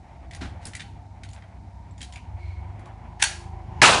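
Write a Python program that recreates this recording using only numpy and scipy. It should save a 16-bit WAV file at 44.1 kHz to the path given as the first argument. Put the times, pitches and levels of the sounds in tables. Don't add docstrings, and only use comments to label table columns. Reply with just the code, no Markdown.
import sys
import numpy as np
from scipy import signal
from scipy.fft import rfft, irfft
from scipy.io import wavfile

SR = 44100
rng = np.random.default_rng(int(sys.argv[2]) if len(sys.argv) > 2 else 0)


def int16_out(signal):
    q = np.round(np.clip(np.atleast_2d(signal).T, -1, 1) * 32767)
    wavfile.write(sys.argv[1], SR, q.astype(np.int16))


N = 176400
TIME = np.arange(N) / SR
HZ = np.maximum(np.arange(N // 2 + 1) * SR / N, 1)

# (time [s], firings [per second], level [dB])
ENGINE_RUN = [(0, 17.4, -56), (.45, 17.5, -44), (1.0, 16.1, -49.5), (1.85, 16.1, -47.5), (2.1, 16.7, -48),
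              (2.32, 16.1, -40), (2.42, 22.2, -40.5), (2.68, 23.9, -39.5), (2.78, 25, -42), (3.0, 27, -38),
              (3.3, 26.9, -38.5), (3.48, 26.7, -33), (3.8, 26.2, -33.5)]
# (frequency [Hz], boost [dB])
EXHAUST_COLOUR = [(20, -46), (36, -33), (52, -8), (68, 4.5), (80, -6), (92, 8.5), (108, -8), (122, -33.5),
                  (170, -13.5), (240, -39), (310, -38), (355, -19), (400, -34.5), (480, -34)]
# (time [s], centre pitch [Hz], level [dB])
DRONE_PATH = [(0, 789.4, -59.5), (1.7, 810, -62.5), (3.0, 869, -56.5), (3.8, 864.7, -53.5)]
DRONE_RATIOS = [.88, 1.01, 1.14]
# (frequency [Hz], relative level [dB])
RUSH_COLOUR = [(22, -34.5), (45, 9), (130, 4), (220, -3), (320, -9), (500, -19), (730, -11), (950, -17),
               (1300, -24), (1800, -25), (2200, -23), (2700, -33), (6000, -40), (10000, -47.5)]
# (time [s], bass gain [dB], middle gain [dB])
RUSH_SWELL = [(0, -43.5, -44), (.45, -44.5, -40.5), (1.0, -45.5, -44), (1.7, -46.5, -46.5), (2.3, -47, -43),
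              (2.9, -45, -40), (3.4, -50, -42.5), (4, -40, -40.5)]
# (time [s], level [dB], brightness [dB/octave], pitch [Hz], ring vs. click [dB])
PART_CLICKS = [(0.310, -43.5, -0.5, 2000, -2), (.334, -42.5, 0, 2180, -8), (0.348, -41, 3.5, 2040, -5),
               (0.6534, -37, 10.5, 5050, -3), (.668, -41, 9, 8700, -9), (0.7345, -40.5, -3.5, 1983, -0.5),
               (0.7509, -35, 4, 2100, 1), (0.7957, -38, -4, 3510, -5.5), (0.8039, -36.5, -3, 3530, -1.5),
               (1.234, -41.5, -0.5, 2250, -7.5), (1.288, -51, 2.5, 4370, -3), (1.312, -57, 1, 6900, 3),
               (1.332, -47.5, 4.5, 7500, -10), (1.362, -51, -6, 3540, -9), (1.422, -50, -11, 3170, -5.5),
               (1.9095, -63, -3, 7600, 4), (1.979, -51.5, 1.5, 6950, -2), (2.006, -43.5, -4, 3200, -16),
               (2.0142, -37.5, 4, 3220, 0), (2.028, -38, 1.5, 4500, -18), (2.124, -45, 1.5, 3200, -1.5),
               (2.135, -48, -3, 7040, 0), (2.158, -42, -0.5, 2400, 5), (2.793, -59.5, 7, 4000, -12),
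               (2.8566, -53, 0, 3300, -10)]
# (frequency [Hz], relative level [dB])
CONTACT_COLOUR = [(1000, -31.5), (1400, -3.5), (2000, 7), (2800, 1), (3700, 2), (10000, -7.5)]
# (time [s], level [dB], rise [s], hold [s], fade [s], brightness [dB/octave])
RUBS = [(0.407, -36, 0.0071, 0.0085, 0.32, 1), (0.6, -55.5, 0.029, 0.033, .1, 4),
        (0.652, -43.5, 0.0048, 0.014, 0.2, 0)]
# (frequency [Hz], relative level [dB])
RUB_COLOUR = [(150, 15.5), (420, 6), (800, -8), (1500, 6), (2300, -1), (4000, -4), (6000, -12.5),
              (10000, -20.5)]
# (time [s], level [dB], pitch
# [Hz], fade [s])
BUMPS = [(.412, -44, 800, 0.13), (.418, -39.5, 250, 0.23), (.654, -45, 805, 0.087), (.657, -43, 202, 0.14),
         (2.86, -41, 1055, .035), (3.2243, -25.5, 886, .03)]
# (time [s], level [dB], rise [s], hold [s], fade [s])
SQUEAKS = [(2.346, -55, 0.085, 0.085, 0.617)]
# (frequency [Hz], relative level [dB])
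SQUEAK_COLOUR = [(1000, -18), (1950, -11), (2200, 11.5), (2500, -5.5), (3700, -14.5), (4230, -4),
                 (4800, -16.5), (10000, -27)]
# (time [s], level [dB], rise [s], hold [s], fade [s], brightness [dB/octave])
BOLT_HITS = [(3.194, -35.5, 0.007, 0.0094, 0.025, -4), (3.215, -31.5, 0.0017, 0.011, .02, 0),
             (3.222, -17, 0.0015, 0.0058, 0.017, 1.5), (3.2249, -10.5, 0.00046, 0.0021, 0.014, 3)]
# (frequency [Hz], relative level [dB])
BOLT_COLOUR = [(250, -26), (620, -23), (840, -2), (1150, -15.5), (1680, 6.5), (2200, -0.5), (3300, -3),
               (5100, -6), (6000, -1), (7000, -6.5), (10000, -8)]
# (pitch [Hz], relative level [dB], fade [s])
STEEL_NOTES = [(830, -2, .1), (1642, -0.5, .34), (4430, -0.5, 0.33), (5600, -8, 0.36), (5900, 5.5, .24),
               (6700, -0.5, 0.19), (8460, 1.5, .24)]
# (time [s], relative level [dB], length [s])
BLAST_PULSES = [(3.8173, -2, 0.00019), (3.819, 4, 0.00037)]
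# (frequency [Hz], relative level [dB], fade [s])
ROAR_BANDS = [(35.2, -45, 0.66), (70.6, -32, 1), (120, -1, 1), (222.5, -7.5, 0.81), (445, -5.5, 0.92),
              (666, 0.5, 0.88), (1260, 1.5, 0.71), (2000, -3, 0.46), (2620, -0.5, 0.53), (3960, -5.5, 0.64),
              (5050, -9.5, 0.59), (7600, -11.5, 0.61), (10400, -18, 0.54)]

CLICK_RISE_S, CLICK_HOLD_S = 0.00056, 0.0015
SHOT_S, CUTOFF_HZ = 3.8176, 10300


def from_db(db):
    return 10 ** (np.asarray(db) / 20)


def rms_one(x):
    return x / np.sqrt(np.mean(x ** 2) + 1e-20)


def in_time(rows):
    times, *columns = np.transpose(rows)
    return [np.interp(TIME, times, column) for column in columns]


def at_hz(rows, hz, column=1):
    table = np.array(rows)
    return np.interp(np.log(hz), np.log(table[:, 0]), table[:, column])


def shaped_noise(gain):
    return rms_one(irfft(rfft(rng.standard_normal(N)) * gain, N))


def drift(hz):
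    return shaped_noise(1 / (1 + (HZ / hz) ** 2))


def noise(colour, brightness=0):
    db = at_hz(colour, HZ) + brightness * np.log2(np.maximum(HZ, 500) / 500)
    return shaped_noise(from_db(db) * (HZ < CUTOFF_HZ + 500))


def rough_tone(hz, width_hz):
    phase = 2 * np.pi * np.cumsum(hz * np.ones(N)) / SR
    return rms_one(drift(width_hz) * np.cos(phase) + drift(width_hz) * np.sin(phase))


def envelope(start, rise=0, hold=0, *, fade):
    age = TIME - start
    climb = np.clip(age / max(rise, 1e-4), 0, 1)
    return climb * from_db(-60 * np.clip((age - rise - hold) / fade, 0, 4))


def bursts(rows, colour):
    return sum(from_db(db) * envelope(start, rise, hold, fade=fade) * noise(colour, brightness)
               for start, db, rise, hold, fade, brightness in rows)


def engine():
    jitter, waver_db, blur_hz = 0.007, 3, 220
    rate, db = in_time(ENGINE_RUN)
    phase = 2 * np.pi * np.cumsum(rate * (1 + jitter * drift(5.5))) / SR
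    out = 0
    for multiple in range(2, 18):
        hz = multiple * rate
        blur = (hz / blur_hz) ** 2 * drift(2.18)
        gain = from_db(at_hz(EXHAUST_COLOUR, hz) + waver_db * drift(8.4))
        out += gain * np.cos(multiple * phase + blur)
    return from_db(db) * out


def drone():
    swell_db, wander = 3, .015
    centre_hz, db = in_time(DRONE_PATH)
    out = 0
    for ratio in DRONE_RATIOS:
        swell = from_db(swell_db * drift(3.8))
        hz = ratio * centre_hz * (1 + wander * drift(2.044))
        out += swell * rough_tone(hz, width_hz=42)
    return from_db(db) * out


def rush():
    bass_top_hz, hiss_bottom_hz, flicker_db, hiss_db = 480, 3500, 2.53, -42.5
    bass_db, middle_db = in_time(RUSH_SWELL)
    air = noise(RUSH_COLOUR)
    bass = irfft(rfft(air) * (HZ < bass_top_hz), N)
    hiss = irfft(rfft(air) * (HZ > hiss_bottom_hz), N)
    middle = air - bass - hiss
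    return (bass * from_db(bass_db + flicker_db * drift(3.3))
            + middle * from_db(middle_db + flicker_db * drift(15))
            + hiss * from_db(hiss_db))


def clicks():
    out = 0
    for start, db, brightness, hz, ring_db in PART_CLICKS:
        tick = envelope(start, CLICK_RISE_S, CLICK_HOLD_S, fade=0.041) * noise(CONTACT_COLOUR, brightness)
        tone = rms_one(np.sin(2 * np.pi * hz * TIME + drift(170)))
        ring = envelope(start, CLICK_RISE_S, fade=0.032) * tone
        out += from_db(db) * (tick + from_db(ring_db) * ring)
    return out


def echoes(sound):
    delay_s, slap_db, tail_db, dull_above_hz = .011, -5, -8.5, 11200
    wall = rms_one(rng.standard_normal(N) * envelope(delay_s, fade=0.047)) / np.sqrt(N)
    slap = signal.fftconvolve(sound, wall[:SR])[:N]
    decay = envelope(delay_s, rise=0.0094, fade=0.38)[:SR] ** 2
    spectrum, white, tail = rfft(sound), rfft(rng.standard_normal(N)), 0
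    edges_hz = np.geomspace(250, 11000, 10)
    for low, high in zip(edges_hz, edges_hz[1:]):
        band = (HZ >= low) & (HZ < high)
        power = signal.fftconvolve(irfft(spectrum * band, N) ** 2, decay / decay.sum())[:N]
        treble_loss = 1 + low * high / dull_above_hz ** 2
        tail += np.sqrt(np.abs(power) / treble_loss) * rms_one(irfft(white * band, N))
    return from_db(slap_db) * slap + from_db(tail_db) * tail


def scuffs():
    grain = rms_one(from_db(drift(220)))
    return grain * bursts(RUBS, RUB_COLOUR)


def knocks():
    width_octaves, out = .22, 0
    for start, db, hz, fade in BUMPS:
        body = shaped_noise(1 / (1 + (np.log2(HZ / hz) / width_octaves) ** 4))
        out += from_db(db) * envelope(start, CLICK_RISE_S, CLICK_HOLD_S, fade=fade) * body
    return out


def squeak():
    loudness = sum(from_db(db) * envelope(start, rise, hold, fade=fade)
                   for start, db, rise, hold, fade in SQUEAKS)
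    return loudness * noise(SQUEAK_COLOUR)


def bolt():
    return bursts(BOLT_HITS, BOLT_COLOUR)


def steel_ring():
    slam_s, level_db, roughness = 3.2265, -35, .7
    out = 0
    for hz, db, fade in STEEL_NOTES:
        note = np.sin(2 * np.pi * hz * TIME) + roughness * rough_tone(hz, width_hz=.014 * hz)
        out += from_db(level_db + db) * envelope(slam_s, fade=fade) * rms_one(note)
    return out


def blast():
    crack_db, bark_db, thump_db = 3, 2.5, -9.5
    bark_band_hz, thump_hz = [1416.5, 2800], 277
    crack = 1e-18
    for start, db, length in BLAST_PULSES:
        progress = (TIME - start) / length
        inside = (progress >= 0) & (progress < 1)
        crack += from_db(db) * (1 - 2 * progress) * inside
    bark = signal.sosfilt(signal.butter(3, bark_band_hz, "band", fs=SR, output="sos"), crack)
    thump = envelope(SHOT_S, fade=0.0062) * np.sin(2 * np.pi * thump_hz * (TIME - SHOT_S))
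    return from_db(crack_db) * crack + from_db(bark_db) * bark + from_db(thump_db) * thump


def roar():
    level_db, flutter_db, lag_s_per_khz = -9, 1.5, 0.00037
    spectrum, out = rfft(noise(ROAR_BANDS)), 0
    edges_hz = np.geomspace(25, 11000, 17)
    for low, high in zip(edges_hz, edges_hz[1:]):
        hz = np.sqrt(low * high)
        band = irfft(spectrum * ((HZ >= low) & (HZ < high)), N)
        rise = 0.0018 + lag_s_per_khz * hz / 1000
        loudness = envelope(SHOT_S, rise, hold=0.025, fade=at_hz(ROAR_BANDS, hz, column=2))
        flutter = rms_one(from_db(flutter_db * drift(71)))
        out += band * loudness * flutter
    return from_db(level_db) * out


def scene():
    background = engine() + drone() + rush()
    gun = clicks() + knocks() + bolt() + steel_ring() + blast()
    return (background + gun + echoes(gun) + scuffs() + squeak() + roar())[None]


def record(dry):
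    ceiling = .93
    squashed = dry / (1 + (dry / ceiling) ** 4) ** (1 / 4)
    return signal.sosfilt(signal.ellip(10, .3, 70, CUTOFF_HZ, fs=SR, output="sos"), squashed)


dry = scene()
out = record(dry)
int16_out(out)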